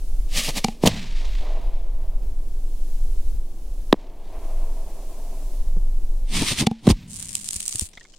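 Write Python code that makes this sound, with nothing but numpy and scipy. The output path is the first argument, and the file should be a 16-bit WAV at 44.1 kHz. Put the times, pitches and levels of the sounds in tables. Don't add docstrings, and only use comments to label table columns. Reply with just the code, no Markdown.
import sys
import numpy as np
from scipy import signal
from scipy.fft import rfft, irfft, next_fast_len
from scipy.io import wavfile
from scipy.ndimage import uniform_filter1d

SR = 44100
rng = np.random.default_rng(int(sys.argv[2]) if len(sys.argv) > 2 else 0)


def master_out(mix):
    frames = np.transpose(np.atleast_2d(mix))
    ceiling = np.clip(frames, -1, 1)
    pcm = np.round(ceiling * 32767).astype(np.int16)
    wavfile.write(sys.argv[1], SR, pcm)


N = 360914
T = np.arange(N) / SR


# (time [s], level [dB], length [s], brightness [Hz], low cut [Hz])
PRESSURE_FRONTS = [(0.8374, 6, 0.0052, 765, 162), (0.8535, -5, 0.0071, 1500, 108),
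                   (3.9278, 19.5, 0.0017, 3000, 268), (3.9412, -5.5, 0.0022, 880, 240),
                   (6.8753, 16.5, 0.0036, 298, 164), (6.8984, 0, 0.0086, 298, 88),
                   (6.9152, -1, 0.011, 151, 35.4)]

def blasts(dip_hz=1400, dip_q=2.6, second_cut_ratio=0.76):
    out, t = np.zeros(N), T[:SR // 4]
    for s, db, length, bright_hz, low_hz in PRESSURE_FRONTS:
        front = -from_db(db) * (1 - t / length) * np.exp(-t / length)
        swing = cut(cut(front, bright_hz, "low"), low_hz, "high", order=3)
        overloaded = np.clip(swing, -1, 1)
        add(out, s, cut(overloaded, second_cut_ratio * low_hz, "high", order=3))
    return signal.lfilter(*signal.iirnotch(dip_hz, dip_q, fs=SR), out)


# (frequency [Hz], level [dB])
FAR_POWDER_HISS = [(710, -37), (1200, -5), (1400, -19), (1770, -5.5), (2450, -1), (4600, -2), (6580, -5),
                   (10800, -10), (16000, -22.5)]
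NEAR_POWDER_HISS = [(710, -21), (1200, -5.5), (1430, -11.5), (2230, 0.5), (2480, -1), (3620, 1),
                    (7740, -6.5), (9010, -1), (9510, -3.5), (10700, -18), (13900, -17.5), (16000, -36)]
FAR_POWDER_ROAR = [(40, -3), (110, -2.5), (190, -0.5), (245, 3), (350, -14.5), (520, -3), (950, -11.5),
                   (2000, -41)]
NEAR_POWDER_ROAR = [(30, -9), (70, -3), (220, -0.5), (330, -8), (480, -20), (950, -18), (2000, -51)]
# (time [s], length [s], roar [dB], crackle [dB])
FAR_FLAMES = [(.834, .006, -22.5, -31), (.8565, 0.0086, -13, -20.5), (.869, 0.0078, -11.5, -20.5)]
NEAR_FLAMES = [(6.868, 0.0043, -15, -29), (6.888, 0.008, -16.5, -27.5), (6.9, 0.011, -12, -23.5)]

def muzzle_jets(flames, roar_colour, crackle_colour, likeness, fall_s, rough_db, rise_s=0.0017):
    roar, crackle, t = np.zeros(N), np.zeros(N), T[:SR // 4]
    for s, length, roar_db, crackle_db in flames:
        flow = np.minimum(t / rise_s, 1) * np.exp(-np.maximum(t - length, 0) / fall_s)
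        add(roar, s, from_db(roar_db) * flow)
        add(crackle, s, from_db(crackle_db) * flow)
    roar = roar * evened(noise(roar_colour), 0.0093)
    return roar + crackle * noise(crackle_colour, likeness) * flicker(900, rough_db)


# (time [s], rise [s], fall [s], hiss [dB], flutter [dB])
FAR_FUSE_SPURTS = [(.385, 0.021, 0.016, -21.5, -32), (.45, 0.017, 0.029, -27, -43.5),
                   (.491, 0.006, 0.0069, -31.5, -25.5), (.578, 0.012, 0.0088, -24.5, -28.5),
                   (.65, 0.022, .05, -43.5, -55), (.838, 0.009, 0.02, -36, -35)]
NEAR_FUSE_SPURTS = [(6.37, 0.024, 0.037, -25, -26.5), (6.424, 0.0065, 0.0061, -30, -20),
                    (6.485, 0.019, 0.025, -22.5, -40), (6.52, 0.0063, 0.0089, -29, -25),
                    (6.6, 0.013, 0.013, -20.5, -29.5), (6.617, 0.0057, 0.015, -48, -20),
                    (6.872, 0.016, 0.02, -39.5, -31)]
# (frequency [Hz], left-right likeness [0-1])
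CLOSE_IMAGE = [(300, 0.98), (3000, 0.77), (7000, 0.4)]

def fuse(spurts, hiss_colour, flutter_colour, likeness, sputter_db):
    hiss, flutter = 0, 0
    for s, rise, fall, hiss_db, flutter_db in spurts:
        flow = swell(s, rise, fall)
        hiss += from_db(hiss_db) * flow
        flutter += from_db(flutter_db) * flow
    hiss = hiss * noise(hiss_colour, likeness) * flicker(500, sputter_db)
    return hiss + flutter * evened(noise(flutter_colour, likeness), .02)


# (time [s], crack [dB], ring [dB], ring brightness [Hz])
FUSE_POPS = [(.646, -15, -13, 3000), (.685, -31, -20.5, 1474), (6.6702, -16, -6.5, 350),
             (6.714, -41, -13.5, 190)]
# (frequency [Hz], level [dB], t60 [s])
TUBE_MODES = [(217, 4, 0.038), (225, -18.5, 0.31), (450, -1.5, 0.021), (780, 1.5, 0.032),
              (844, -22.5, 0.14), (2340, -11.5, 0.027)]

def tube_pops(rise_s=.0018, fall_s=0.0013, crack_hz=6000, low_hz=110):
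    cracks, rings = 0, np.zeros(N)
    tube = cut(sum(from_db(db) * ring(hz, t60) for hz, db, t60 in TUBE_MODES), low_hz, "high")
    for s, crack_db, ring_db, bright_hz in FUSE_POPS:
        cracks += from_db(crack_db) * swell(s, rise_s, fall_s)
        add(rings, s, -from_db(ring_db) * cut(tube, bright_hz, "low", order=1))
    crack_noise = cut(noise(FAR_POWDER_HISS), crack_hz, "low", order=1)
    return cracks * evened(crack_noise, 0.0028) + rings


def casing(s=3.9277, crack_db=-11.5, bright_hz=3800, bark_db=-5.5):
    tearing = evened(cut(noise(FAR_POWDER_HISS), bright_hz, "low", order=4), 0.0011)
    out = from_db(crack_db) * swell(s, rise_s=0.00062, fall_s=0.00045) * tearing
    add(out, s, -from_db(bark_db) * ring(hz=950, t60=.008))
    return out


# (time [s], grass [dB], trees [dB])
REFLECTIONS = [(.875, -36, -45), (3.94, -60, -61.5), (6.67, -56.5, -79), (6.9, -54, -54.5)]
# (frequency [Hz], level [dB])
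REFLECTION_COLOUR = [(500, -29), (900, -4.5), (1350, -8.5), (2000, -0.5), (3800, 0), (8000, -12),
                     (16000, -35)]

def scatter(tree_delay_s=0.32, air_loss_db=0.06):
    source = noise(REFLECTION_COLOUR) * flicker(170, 2.2)
    out, gain, age = 0, 0, np.zeros(N)
    for s, grass_db, trees_db in REFLECTIONS:
        grass = from_db(grass_db) * swell(s, rise_s=0.007, fall_s=.14)
        trees = from_db(trees_db) * swell(s + tree_delay_s, rise_s=0.038, fall_s=0.24)
        gain += np.hypot(grass, trees)
        age = np.where(T > s, np.minimum(T - s, 2), age)
    for edge_hz in (2000, 3500, 5000, 7000, 10000, 16000):
        band = signal.sosfiltfilt(signal.butter(4, edge_hz, fs=SR, output="sos"), source)
        source = source - band
        out += band * from_db(-air_loss_db * age * (edge_hz / 1000) ** 2)
    return gain * out


# (time [s], level [dB], fall [s])
LAUNCH_BOOMS = [(.89, -29, 0.084), (6.95, -41.5, .29)]
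# (time [s], rise [s], fall [s], level [dB])
DISTANT_ECHOES = [(.92, .01, 0.043, -43), (1.045, .006, 0.0084, -42), (1.22, .008, 0.062, -47.5),
                  (1.435, .012, 0.14, -39.5), (2.101, .2, 0.18, -55.5), (4.0, .02, 0.22, -53),
                  (4.349, .03, 0.37, -46), (5.298, .3, 0.27, -51.5)]
# (frequency [Hz], level [dB])
BOOM_SPECTRUM = [(25, -23.5), (65, 1), (160, -1), (225, -1), (330, -26.5), (1500, -48)]
ECHO_SPECTRUM = [(130, -29), (300, -4), (520, -4.5), (650, 1.5), (780, -5.5), (1050, -9), (1400, -23),
                 (2600, -23), (6000, -58)]

def far_echoes(boom_rise_s=0.014):
    boom = sum(from_db(db) * swell(s, boom_rise_s, fall) for s, db, fall in LAUNCH_BOOMS)
    boom = boom * evened(noise(BOOM_SPECTRUM), 0.032)
    returns = sum(from_db(db) * swell(s, rise, fall) for s, rise, fall, db in DISTANT_ECHOES)
    return boom + returns * noise(ECHO_SPECTRUM) * flicker(70, 1.6)


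# (time [s], relative level [dB], left minus right [dB])
BIG_GRAINS = [(7.142, -23.5, -4.5), (7.226, -16.5, -2), (7.2913, -19.5, -1), (7.3527, -6, -2.5),
              (7.4125, -28, -2), (7.488, -10, -4.5), (7.5077, -14, -4), (7.5316, -13.5, 3.0),
              (7.5628, -13, 4), (7.6046, -13, -6), (7.6288, -18, -2.0), (7.662, -17, -0.5),
              (7.6799, -10, 1), (7.7258, -16, -8), (7.757, -11.5, -4), (7.795, -8, -2.5)]
# (frequency [Hz], level [dB])
GRAIN_COLOUR = [(500, -24), (1200, -20), (1500, -23), (2400, -14), (6000, -7), (7100, -1), (9300, 1.5),
                (10600, -12), (16000, -24)]

def grit(start_s=7.11, end_s=7.81, shower_db=-38, growth_db_per_s=8.5, stragglers_db=-48.5,
         tick_db=-6.5, rise_s=0.00077, fall_s=0.00076, per_s=300, spread_db=3.5, rustle=0.29):
    hits = sum(from_db(db + np.array([[pan], [-pan]]) / 2) * swell(s + fall_s, rise_s, fall_s)
               for s, db, pan in BIG_GRAINS)
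    growth = from_db(shower_db + growth_db_per_s * (np.clip(T, start_s, end_s) - start_s))
    flow = growth * swell(start_s, rise_s=0.011, fall_s=0.028, hold_s=end_s - start_s)
    flow += from_db(stragglers_db) * (T > end_s)
    arrivals = rng.random((2, N)) < per_s / SR
    sizes = from_db(spread_db * np.minimum(rng.exponential(1, (2, N)), 4))
    grains = rms_one(arrivals * sizes * rng.choice([-1, 1], (2, N)))
    patter = flow * (grains + rustle * rng.standard_normal((2, N)))
    ticks = from_db(tick_db) * hits * rng.standard_normal((2, N))
    shower = coloured(ticks + patter, GRAIN_COLOUR)
    late = np.interp(T, [7.84, 7.95], [0, 1])
    return (1 - late) * shower + late * cut(shower, 6300, "low", order=4)


# (time [s], level [dB], pitch [Hz])
CARDBOARD_SCRAPS = [(7.936, -40, 3600), (7.9749, -30, 2150), (8.012, -36, 1880), (8.052, -41, 2180),
                    (8.138, -40, 3060)]
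GROUND_THUDS = [(5.768, -24, 167), (7.561, -27, 74), (7.751, -27, 114), (7.821, -18.5, 74.3)]

def landings(scrap_t60=0.015, thud_t60=0.066, scuff_s=0.0033):
    out, t = np.zeros(N), T[:SR // 50]
    for s, db, hz in CARDBOARD_SCRAPS:
        contact = rng.standard_normal(len(t)) * t / scuff_s * np.exp(-t / scuff_s)
        body = ring(hz, scrap_t60) + 0.33 * ring(0.64 * hz, scrap_t60 / 2)
        body += 1.2 * ring(1.61 * hz, scrap_t60 / 4)
        clack = signal.fftconvolve(body, contact)
        add(out, s - scuff_s, from_db(db) * clack / np.abs(clack).max())
    for s, db, hz in GROUND_THUDS:
        add(out, s, from_db(db) * (ring(hz, thud_t60) + 0.42 * ring(2.35 * hz, thud_t60 / 2)))
    return out


# (time [s], relative level [dB])
GUST_LEVEL = [(0.0, -25.5), (0.15, -17), (0.62, -28.5), (0.78, -35.5), (1.03, -29.5), (1.15, -18.5),
              (2.62, -20.5), (3.05, -16.5), (3.38, -18), (3.52, -28.5), (3.87, -23), (4.0, -35), (4.4, -27),
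              (4.6, -17), (4.95, -28), (5.5, -24), (5.7, -15.5), (6.35, -20)]
AIR_HISS_LEVEL = [(0, -55), (1.9, -67.5), (2.9, -55.5), (3.3, -57), (3.42, -61), (3.9, -58), (5.55, -54),
                  (5.75, -59.5)]
# (frequency [Hz], level [dB])
GUST_COLOUR = [(8, -9), (21, 0), (40, -20), (90, -43), (400, -82.5)]
MURMUR_COLOUR = [(50, -23), (130, -1.5), (330, -0.5), (800, -10.5), (1400, -24), (5000, -34.5)]
AIR_HISS_COLOUR = [(900, -25.5), (2800, -6), (7000, -1.5), (11000, -2.5), (16000, -9)]
# (frequency [Hz], left-right likeness [0-1])
AIR_IMAGE = [(1400, .9), (5000, 0.22)]
# (start [s], end [s])
MIC_LOWERING = [6.2, 6.65]

def open_air(reports, wind_db=0.5, murmur_db=-51.5, hiss_db=2.5):
    shelter = np.interp(T, MIC_LOWERING, [0, 1])
    wind = from_db(wind_db - 31 * shelter ** 2) * level(GUST_LEVEL) * evened(noise(GUST_COLOUR), .1)
    murmur = from_db(murmur_db - 11 * shelter) * noise(MURMUR_COLOUR)
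    hiss = from_db(hiss_db - 24 * shelter) * level(AIR_HISS_LEVEL) * noise(AIR_HISS_COLOUR, AIR_IMAGE)
    return wind + murmur + hiss * ducking(reports)


def ducking(loud, threshold_db=-20, most_db=21, recovery_db_per_s=40):
    peak_db = 20 * np.log10(np.abs(loud).max(axis=0) + 1e-9)
    over = np.clip(peak_db - threshold_db, 0, most_db)
    recovery = recovery_db_per_s * T
    return from_db(recovery - np.maximum.accumulate(over + recovery))


# (frequency [Hz], left-right likeness [0-1])
CENTRE_IMAGE = [(100, .998), (15000, .98)]

def noise(spectrum, likeness=CENTRE_IMAGE):
    size = next_fast_len(N, True)
    hz = np.arange(size // 2 + 1) * SR / size
    alike = np.clip(at_hz(likeness, hz), 0, 1)
    bins = rfft(rng.standard_normal((2, size))) * from_db(at_hz(spectrum, hz))
    mid, side = irfft(bins * np.sqrt([1 + alike, 1 - alike]))[:, :N]
    return rms_one(np.array([mid + side, mid - side]))


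def coloured(x, spectrum):
    size = next_fast_len(N + SR // 2, True) // 2 * 2
    gain = rms_one(from_db(at_hz(spectrum, np.arange(size // 2 + 1) * SR / size)))
    cepstrum = irfft(np.log(gain + 1e-9))
    cepstrum[1:size // 2] *= 2
    cepstrum[size // 2 + 1:] = 0
    return irfft(rfft(x, size) * np.exp(rfft(cepstrum)))[..., :N]


def from_db(db):
    return 10 ** (np.asarray(db) / 20)


def rms_one(x):
    return x / np.sqrt(np.mean(x ** 2) + 1e-20)


def at_hz(points, hz):
    f, value = np.transpose(points)
    return np.interp(np.log(np.maximum(hz, 1)), np.log(f), value)


def level(rows):
    return from_db(np.interp(T, *np.transpose(rows)))


def swell(s, rise_s, fall_s, hold_s=0):
    flank = np.maximum((s - T) / rise_s, (T - s - hold_s) / fall_s)
    return 1 / np.cosh(np.clip(flank, 0, 20))


def cut(x, hz, kind, order=2):
    sos = signal.butter(order, np.clip(hz, 10, .45 * SR), kind, fs=SR, output="sos")
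    return signal.sosfilt(sos, x + 1e-18)


def flicker(per_s, depth_db):
    return rms_one(from_db(depth_db * np.interp(T * per_s, np.arange(N), rng.standard_normal(N))))


def evened(x, span_s):
    power = uniform_filter1d(np.mean(x ** 2, axis=0), max(int(span_s * SR), 2))
    return x / np.sqrt(power + 1e-6)


def ring(hz, t60):
    t = T[:SR // 2]
    return np.sin(2 * np.pi * hz * t) * from_db(-60 * t / t60)


def add(out, s, sound):
    start = int(s * SR)
    out[..., start:start + sound.shape[-1]] += sound[..., :N - start]


def scene():
    far = fuse(FAR_FUSE_SPURTS, FAR_POWDER_HISS, FAR_POWDER_ROAR, CENTRE_IMAGE, sputter_db=1.0)
    far += muzzle_jets(FAR_FLAMES, FAR_POWDER_ROAR, FAR_POWDER_HISS, CENTRE_IMAGE,
                       fall_s=0.0069, rough_db=5.0)
    near = fuse(NEAR_FUSE_SPURTS, NEAR_POWDER_HISS, NEAR_POWDER_ROAR, CLOSE_IMAGE, sputter_db=1.5)
    near += muzzle_jets(NEAR_FLAMES, NEAR_POWDER_ROAR, NEAR_POWDER_HISS, CLOSE_IMAGE,
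                        fall_s=0.007, rough_db=4.0)
    reports = tube_pops() + blasts() + casing()
    return open_air(reports) + far + near + reports + scatter() + far_echoes() + grit() + landings()


def record(dry, cutoff_hz=15900):
    low_pass = signal.ellip(10, .1, 80, cutoff_hz, fs=SR, output="sos")
    return signal.sosfilt(low_pass, np.clip(dry, -1, 1))


dry = scene()
out = record(dry)
master_out(out)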